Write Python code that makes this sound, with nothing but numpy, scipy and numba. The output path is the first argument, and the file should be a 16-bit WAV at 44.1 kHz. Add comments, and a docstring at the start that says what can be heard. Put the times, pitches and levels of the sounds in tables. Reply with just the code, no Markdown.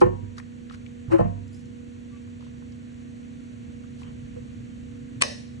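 """A work table under a phone: hands knock and drag cardboard on the top, then a steel hole punch snaps through.
Blows ring shared table modes under noise scuffs; ticks and rubs are band-filtered grain, spring rattles are
short modes. The snap rings jaw modes over bursts of tearing noise, with wavering handle tones and a room tail.
Coloured noise is the room air; steady and wavering sines are a motor. Two ports hear each resonance with its
own balance and phase; gain control ducks loud hits."""
import sys
import numpy as np
from scipy import signal
from scipy.fft import rfft, irfft, next_fast_len
from scipy.io import wavfile
from scipy.ndimage import uniform_filter1d
from numba import njit

SR = 44100
rng = np.random.default_rng(int(sys.argv[2]) if len(sys.argv) > 2 else 0)


def bounce(signal):
    """Save signal as a 16-bit WAV file at the path given by the first command-line argument."""
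    frames = np.transpose(np.atleast_2d(signal))
    limited = np.clip(frames, -1, 1)
    pcm = np.round(limited * 32767).astype(np.int16)
    wavfile.write(sys.argv[1], SR, pcm)


N = 246959
T = np.arange(N) / SR
M = next_fast_len(N)
SIDE = np.array([[.5], [-.5]])  # half of a left-minus-right difference to each port


def undb(db):
    """Amplitude factor of a level in dB."""
    return 10 ** (np.asarray(db) / 20)


def across(points, column, count):
    """A column of a (frequency [Hz], ..) table on transform bins, linear over log frequency."""
    points = np.array(points)
    bins_hz = np.fft.rfftfreq(count, 1 / SR)
    return np.interp(np.log(bins_hz + 1), np.log(points[:, 0]), points[:, column])


def ports(spectrum, count):
    """Diffuse noise at two ports: likeness, balance and phase difference depend on frequency."""
    # sound from all sides:
    # (frequency [Hz], left minus right [dB], left leads [rad], likeness [0-1])
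    diffuse = [(170, 0, .5, 1), (274, 4, -0.77, 0.9), (396, -8.5, 3, 0.7), (575, -2.5, 1.5, 1),
               (933, 0, 3.5, 0.68), (1200, 3, 2.5, 0.7), (1480, -1.5, 5, 0.9), (1610, -6.5, 2.5, 0.38),
               (2140, 2.5, -0.9, 0), (3000, -2, -6, 0.06), (4400, 1.5, -5.5, 0.45), (5570, 0, -13, 1),
               (7400, 0, -12, 1), (8430, 5, -12, 1), (9640, -0.5, -11.5, 0.4)]
    both, left, right = rfft(rng.standard_normal((3, count))) * spectrum
    like = np.clip(across(diffuse, 3, count), 0, 1)
    turn = undb(across(diffuse, 1, count) / 2) * np.exp(.5j * across(diffuse, 2, count))
    pair = np.sqrt(like) * both + np.sqrt(1 - like) * np.array([left, right])
    return irfft(pair * [turn, 1 / turn], count)


def noise(colour):
    """Noise at both ports, coloured by (frequency [Hz], level [dB]) points."""
    return ports(undb(across(colour, 1, M)), M)[:, :N]


def walk(rate_hz):
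    """Random levels held 1 / rate_hz and slewed twice; spread near 1."""
    hold = int(SR / rate_hz)
    steps = np.repeat(rng.standard_normal(N // hold + 1), hold)
    return 1.65 * uniform_filter1d(uniform_filter1d(steps, hold), hold)[:N]


def wavering(hz, flutter_db):
    """A tone near rms 1 whose level and phase wander independently at each port."""
    tones = []
    for _ in range(2):
        level = np.sqrt(2) * undb(flutter_db * walk(45))
        tones.append(level * np.sin(2 * np.pi * hz * T + 1.55 * walk(30)))
    return np.array(tones)


def band(x, hz, width_hz):
    """A resonance applied twice, for steep skirts."""
    b, a = signal.iirpeak(hz, hz / width_hz, SR)
    return signal.lfilter(b, a, signal.lfilter(b, a, x))


def add(out, start_s, rise_s, hz, db, t60_s, pan_db=0., lead_rad=0., phase_rad=0.):
    """Add one mode that builds up over rise_s and decays exponentially, in both ports."""
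    i = int(start_s * SR)
    t = T[:min(int((rise_s + t60_s) * SR), N - i)]
    build_up = np.sin(np.pi / 2 * np.minimum(t / rise_s, 1)) ** 2
    shape = build_up * undb(db - 60 * np.maximum(t - rise_s, 0) / t60_s)
    tone = np.sin(2 * np.pi * hz * t + lead_rad * SIDE + phase_rad)
    out[:, i:i + len(t)] += shape * undb(pan_db * SIDE) * tone


def puff(start_s, rise_s, fall_s):
    """Envelope with exponential rise and fade; both times are time constants."""
    t = np.maximum(T - start_s, 0)
    return (1 - np.exp(-t / rise_s)) * np.exp(-t / fall_s)


def echoes(x, wet_db):
    """Dense room tail: noise bands, each dying at its own rate, convolved with x."""
    # bands: (frequency [Hz], level before wet_db [dB], t60 [s])
    tail_bands = [(322, -13, 0.42), (600, 8, 0.43), (852, 3.5, 0.41), (1200, 5, 0.22), (1500, -7.5, 0.45),
                  (1900, 2, 0.5), (2140, -15, 0.42), (2520, -4, 0.52), (3370, -15, 0.71), (4250, -1, 0.54),
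                  (4750, -7, .5), (5170, 0.5, 0.5), (6760, -15, 0.54), (9500, -14.5, 0.52),
                  (10770, -20.5, 0.25)]
    count = 2 ** 15
    t = T[:count]
    tail = 0
    centres_hz = np.array(tail_bands)[:, 0]
    for k, (hz, db, t60_s) in enumerate(tail_bands):
        share = np.column_stack([centres_hz, np.arange(len(tail_bands)) == k])
        tail = tail + ports(np.sqrt(across(share, 1, count)), count) * undb(db - 60 * t / t60_s)
    onset = np.clip((t - .004) / 0.0078, 0, 1)
    tail = tail * onset * undb(wet_db)
    return signal.fftconvolve(x[None], tail, axes=1)[:, :N]


def air():
    """Hiss of ventilation, slowly fluttering, over a rumble that swells and flutters."""
    # air noise before swell and flutter: (frequency [Hz], density [dB per Hz])
    air_density = [(20, -95.5), (35, -78), (100, -64), (135, -65), (185, -76), (330, -76.5), (385, -83),
                   (650, -89), (930, -93), (1900, -92), (2700, -93.5), (3700, -99.5), (4400, -100.5),
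                   (5050, -108), (6300, -101), (8000, -104), (9000, -113), (10700, -116), (11600, -128)]
    # gain of the rumble: (time [s], level [dB])
    rumble_swell = [(0, -0.7), (1.6, 0.5), (3.0, 0), (3.9, 0.5), (4.1, 5.5), (4.45, 4.5), (4.8, 2),
                    (5.6, 2.5)]
    colour = undb(across(air_density, 1, M)) * np.sqrt(SR / 2)
    low = across([(150, 0.99), (260, 0.1)], 1, M)  # power share of the rumble
    rumble_db = np.interp(T, *np.transpose(rumble_swell)) + 0.23 * walk(9.6)
    rumble = ports(colour * np.sqrt(low), M)[:, :N]
    hiss = ports(colour * np.sqrt(1 - low), M)[:, :N]
    return rumble * undb(rumble_db) + hiss * undb(0.23 * walk(1.8))


def motor():
    """Mains overtones with wavering side tones from the turning shaft."""
    # tones: (frequency [Hz], rms before wavering and balance [dB], wavering [dB],
    # left minus right [dB], left leads [rad])
    hum = [(213, -51, 2, -6.5, -4), (240, -41.5, 0, -5, -1.32), (269.8, -58, 3, -8, 0.4),
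           (360.4, -65, 0.5, -5.5, 2.5), (479.5, -56.5, 1.5, -6.5, 1.78), (508.4, -66, 1.5, -1, 4)]
    out = 0
    for hz, db, waver_db, pan_db, lead_rad in hum:
        phase = 2 * np.pi * hz * T + rng.uniform(0, 2 * np.pi) + 0.5 * waver_db * walk(6.3)
        level = np.sqrt(2) * undb(db + waver_db * walk(7) + pan_db * SIDE)
        out = out + level * np.sin(phase + lead_rad * SIDE)
    return out


def hands():
    """Skin and jaws on cardboard excite broad noise bands; loose spring parts ring; jaws squeak on the board."""
    # fingers and jaws on cardboard:
    # (time [s], initial rms before balance [dB], frequency [Hz], left minus right [dB])
    ticks = [(0.382, -38.5, 4250, -4), (0.381, -37, 1350, 9), (0.399, -37, 1720, 8), (.397, -40, 1010, 14),
             (0.6983, -39.5, 1410, -5), (.697, -44.5, 3100, 7), (.709, -36, 1150, 9.5),
             (0.8627, -41.5, 2520, 5.5), (1.965, -51.5, 1060, 2), (2.275, -51, 1050, -2),
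             (2.408, -53, 3400, -6), (2.407, -43, 1030, 3), (2.424, -46, 1000, 1), (2.466, -46, 990, -1),
             (2.6222, -46.5, 990, -1), (2.722, -55, 4500, -5), (3.249, -52, 2400, 0), (3.839, -45, 1300, 5),
             (4.017, -43.5, 1000, 1), (4.032, -46, 2570, 5)]
    # skin on cardboard: (start [s], length [s], level [dB], centre [Hz], filter width [Hz])
    rubs = [(.003, 0.009, -40.5, 4760, 5960), (0.365, 0.044, -53.5, 3570, 5050),
            (0.372, 0.027, -45, 1500, 1010), (0.71, 0.054, -54.5, 2800, 4000),
            (0.723, 0.037, -48.5, 1600, 1200), (1.507, 0.12, -62, 5900, 5960),
            (2.141, 0.059, -59, 2570, 600), (2.388, 0.13, -63.5, 3000, 2500),
            (3.97, 0.077, -59, 3480, 4970), (3.993, 0.14, -56, 1020, 600), (4.028, 0.09, -59.5, 3000, 300)]
    # spring and pin: (frequency before detune [Hz], relative level [dB], t60 [s])
    spring = [(4600, -7, 0.048), (5040, -3.5, 0.08), (6020, -9, 0.05), (7030, 1, 0.045), (8640, -8, .03),
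              (9700, -8, .025)]
    # loose parts meeting: (time [s], level [dB])
    rattles = [(1.478, -59.5), (1.530, -57.5), (1.544, -55), (1.564, -62), (1.593, -65), (1.655, -60)]
    tick_rise_s, tick_t60_s = 0.00052, 0.024
    squeak_s, squeak_length_s, squeak_db, squeak_hz = 2.11, 0.079, -61, 1150
    small_wet_db = -45.5

    out = np.zeros((2, N))
    grain = ports(0.91, M)[:, :N]
    for start_s, db, hz, pan_db in ticks:
        i, count = int(start_s * SR), int(.1 * SR)
        burst = band(grain[:, i:i + count], hz, 0.47 * hz)
        burst = burst / np.std(burst[:, :count // 20])
        rise = np.minimum(T[:count] / tick_rise_s, 1)
        fade = rise * undb(db - 60 * T[:count] / tick_t60_s)
        out[:, i:i + count] += burst * fade * undb(pan_db * SIDE)
    for start_s, db in rattles:
        for hz, mode_db, t60_s in spring:
            # the loose parts meet differently every time
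            detune, size = rng.standard_normal(2)
            add(out, start_s, .0003, hz * (1 + .04 * detune), db + mode_db + 3 * size, t60_s)
    grain = grain * undb(1.8 * walk(300))
    for start_s, length_s, db, hz, width_hz in rubs:
        i, count = int(start_s * SR), int(length_s * SR)
        # the factor offsets the power lost in a narrow band
        rub = band(grain[:, i:i + count], hz, width_hz) * np.sqrt(2 * SR / np.pi / width_hz)
        out[:, i:i + count] += undb(db) * np.hanning(count) ** 0.33 * rub
    i, count = int(squeak_s * SR), int(squeak_length_s * SR)
    squeak = wavering(squeak_hz, 1)[0, :count]
    out[:, i:i + count] += undb(squeak_db) * np.sqrt(np.hanning(count)) * squeak
    return out + echoes(out[0] - .5 * out[1], small_wet_db)


def table():
    """Each contact feeds the table modes by its own shares, with a noise scuff of cardboard on top."""
    # modes: (part [0-7], frequency [Hz], relative level [dB], t60 [s],
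    # left minus right [dB], left leads [rad])
    table_modes = [(0, 48, -12.5, 0.5, -1.5, .2), (0, 97.64, -8, 0.95, -8.5, 0.91),
                   (0, 118, 1, 0.074, -13.5, 0.3), (1, 170, -2, 0.27, -9.5, 3.06),
                   (1, 212.2, -2, 0.13, 4.5, 1.6), (2, 336, 4, 0.11, 7.5, 3.08),
                   (3, 366, 3, 0.14, -1, 2.47), (4, 476.3, 0.5, 0.098, -3, 2.78),
                   (4, 498, 2, 0.11, -7, 2.8), (5, 551.5, 1.5, 0.13, 0.5, 2.64),
                   (6, 620, 1.5, 0.062, -4, 2.04), (6, 701, 0, 0.28, 3, 2.9), (7, 842, 4.5, 0.073, 8, 3.46),
                   (7, 958, -18, 0.61, 4.5, 3.7), (7, 1030, 0.5, 0.084, -3.5, 4.46),
                   (7, 1087, -12.5, 0.28, 4, 4.6), (7, 1165, -16.5, 0.14, 12, 1.8),
                   (7, 1302, -6.5, 0.029, 1, 5), (7, 1800, -20, 0.23, 11.5, 4.1)]
    # blows: (time [s], contact kind, build-up [ms], push level [dB],
    # tilt [dB per part], scuff level [dB])
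    blows = [(.014, "slap", 7.7, -12.5, 0.1, -22), (0.036, "thud", 15.6, -17, 1, -47),
             (0.057, "edge", 8.9, -23.5, -2, -41), (.083, "thud", 8.2, -36, 3, -58),
             (0.103, "slap", 12, -33.5, -4.5, -61.5), (.130, "thud", 15, -36, 2.5, -61),
             (.222, "thud", 14, -36.5, 0, -67), (1.079, "thud", 9.2, -40, -4.5, -59),
             (1.096, "knock", 9.3, -42, 0.5, -56), (1.111, "drag", 14.3, -21, 1, -37),
             (1.120, "drag", 33.3, -13, 1, -36), (1.185, "rap", 12.7, -23.5, 0.5, -41.5),
             (1.205, "knock", 6.9, -23.5, 0.5, -42), (1.244, "tap", 13.3, -27, -0.5, -52),
             (1.365, "tap", 20, -52, 0, -72), (4.351, "edge", 22, -44, -2, -60)]
    # push of each contact kind into parts 0-7: kind: (relative level [dB], ..)
    contacts = {"slap": (-33, -10.5, -6, 7.5, 5, -17, -20, -3),
                "thud": (0.5, -13, -8, -19, -19.5, -27, -32, -39),
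                "edge": (-42, -9, -34, -6, 9.5, -3, -20, -13.5),
                "drag": (-16.5, -26, 0.5, -34, -33, -8.5, -31, -27),
                "knock": (2.5, 0, -5.5, -11, -0.5, -12.5, -14.5, -10),
                "rap": (-7, 2.5, -2, -16, 2, -13, 0.5, -9), "tap": (-2.5, 6, -14, -10, -9, -18, -2, -15.5)}
    scuff_fade_ms, fade_per_build_up = 1.7, 1.78
    hiss_under_db, hiss_fade_share = -13.5, 0.65
    table_wet_db = -56

    out, scuff, hiss = np.zeros((2, N)), 0, 0
    for start_s, kind, rise_ms, push_db, tilt_db, scuff_db in blows:
        part_db = push_db + np.array(contacts[kind]) + tilt_db * np.arange(-2, 6)
        for part, hz, db, t60_s, pan_db, lead_rad in table_modes:
            # a new blow falls in step with the ringing that is left
            phase_rad = 2 * np.pi * hz * start_s
            add(out, start_s, rise_ms / 1000, hz, db + part_db[part], t60_s, pan_db, lead_rad, phase_rad)
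        # slower build-up, slower fade
        fade_s = (scuff_fade_ms + fade_per_build_up * rise_ms) / 1000
        scuff = scuff + undb(scuff_db) * puff(start_s - .002, 0.0029, fade_s)
        hiss_puff = puff(start_s - .004, 0.0028, hiss_fade_share * fade_s)
        hiss = hiss + undb(scuff_db + hiss_under_db) * hiss_puff
    out = out * undb(1.0 * walk(120))  # the contact chatters
    out = out + scuff * noise([(400, 12.0), (1200, 20.0), (1900, 7.5), (3100, 1.0), (3400, -30)])
    out = out + hiss * noise([(2500, -25), (4000, 9.0), (6000, -0.5), (9500, 1), (10600, -27)])
    return out + echoes(out[0] - .5 * out[1], table_wet_db)


def punch():
    """Every jolt rings the jaws, a little differently, over the crunch of tearing fibres."""
    # jaws and board: (frequency [Hz], relative level [dB], t60 [s],
    # left minus right [dB], left leads [rad])
    jaws = [(435, -33, 0.02, 0, -1), (600, -16.5, 0.016, 3, -3), (1137, -8, 0.015, 4.5, 1.5),
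            (1600, -15.5, 0.015, 13.5, 5), (1920, -2, 0.011, -1, 3.5), (2500, -2.5, 0.022, 3, 3.5),
            (3000, -10, 0.029, -2, 4), (3690, -7, 0.0127, -6.5, 4), (4270, -6, 0.0074, -1, 0),
            (5105, -12.5, 0.026, 1, 2), (5900, -20, 0.013, 13, 0.5), (6300, -12, 0.015, -7, 4.5),
            (8140, -4, 0.015, 6.5, -2), (8760, -16, 0.011, 8.5, -0.5), (9400, -9, 0.0069, -5, 1)]
    # the pin shears the fibres, breaks through, hits the stop, the board jumps and the table
    # sends it back: (time [s], level [dB], tilt about 2500 Hz [dB per octave])
    snaps = [(5.212, -28, -6), (5.2140, -19.5, -1.5), (5.218, -22.5, -1.5), (5.2206, -11.5, 2),
             (5.2224, -7.5, -0.5), (5.2253, -19.5, -4), (5.235, -21.5, -5.5)]
    # fibres shearing, then breaking:
    # (time [s], level [dB], rise time constant [s], fade time constant [s])
    crunch_puffs = [(5.207, -22, 0.0064, 0.0084), (5.22, -6.5, 0.00056, 0.0032)]
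    # steel handles ring on, blurred by the grip:
    # (frequency [Hz], level before flutter and fade [dB])
    handles = [(1950, -41.5), (2568, -43), (3117, -49), (3800, -44), (4200, -52), (5141, -37.5),
               (5800, -47), (6250, -42)]
    handles_s, handles_rise_s, handles_fade_s, handles_flutter_db = 5.224, 0.0049, 0.068, 3
    snap_wet_db = -15

    out, crack = np.zeros((2, N)), np.zeros(N)
    loudest_s, loudest_db, _ = max(snaps, key=lambda row: row[1])
    crack[int(loudest_s * SR)] = undb(loudest_db)
    all_sizes = rng.standard_normal((len(snaps), len(jaws)))
    for (start_s, db, tilt_db), sizes in zip(snaps, all_sizes):
        for k, ((hz, mode_db, t60_s, pan_db, lead_rad), size) in enumerate(zip(jaws, sizes)):
            level_db = db + mode_db + tilt_db * np.log2(hz / 2500) + 2.3 * size
            # neighbouring modes start in opposite directions
            add(out, start_s, .0008, hz, level_db, t60_s, pan_db, lead_rad, np.pi * k)
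    # the room answers the loudest jolt and the ring of the jaws
    room = echoes(crack + undb(-34) * (out[0] - out[1]), snap_wet_db)
    fibres = noise([(1000, -1.5), (2500, 3.0), (9000, -11.0), (10500, -24), (14000, -36)])
    tearing = sum(undb(db) * puff(start_s, rise_s, fade_s) for start_s, db, rise_s, fade_s in crunch_puffs)
    ring = sum(undb(db) * wavering(hz, handles_flutter_db) for hz, db in handles)
    ring = ring * puff(handles_s, handles_rise_s, handles_fade_s)
    return out + room + ring + fibres * tearing


def scene():
    """Sum of air, motor, hands, table and punch at the two ports."""
    return air() + motor() + hands() + table() + punch()


@njit
def duck(x, top, attack, release, power):
    """Gain that falls when the followed level passes top; attack and release are shares per sample."""
    gain, followed = np.empty(len(x)), 0.
    for i in range(len(x)):
        followed += (x[i] - followed) * (attack if x[i] > followed else release)
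        gain[i] = (top / max(followed, top)) ** power
    return gain


def record(dry):
    """Gain control turns loud hits down a little, peaks are rounded and the top is cut."""
    top_hz, release_s = 11200, .25
    gain = duck(np.abs(dry).max(axis=0), 0.012, 0.00061, 1 / (release_s * SR), 0.068)
    loud = dry * gain
    rounded = loud / (1 + loud ** 6) ** (1 / 6)
    lowpass = signal.ellip(6, .2, 40, top_hz, fs=SR, output="sos")
    return .95 * signal.sosfilt(lowpass, rounded)


dry = scene()
out = record(dry)
bounce(out)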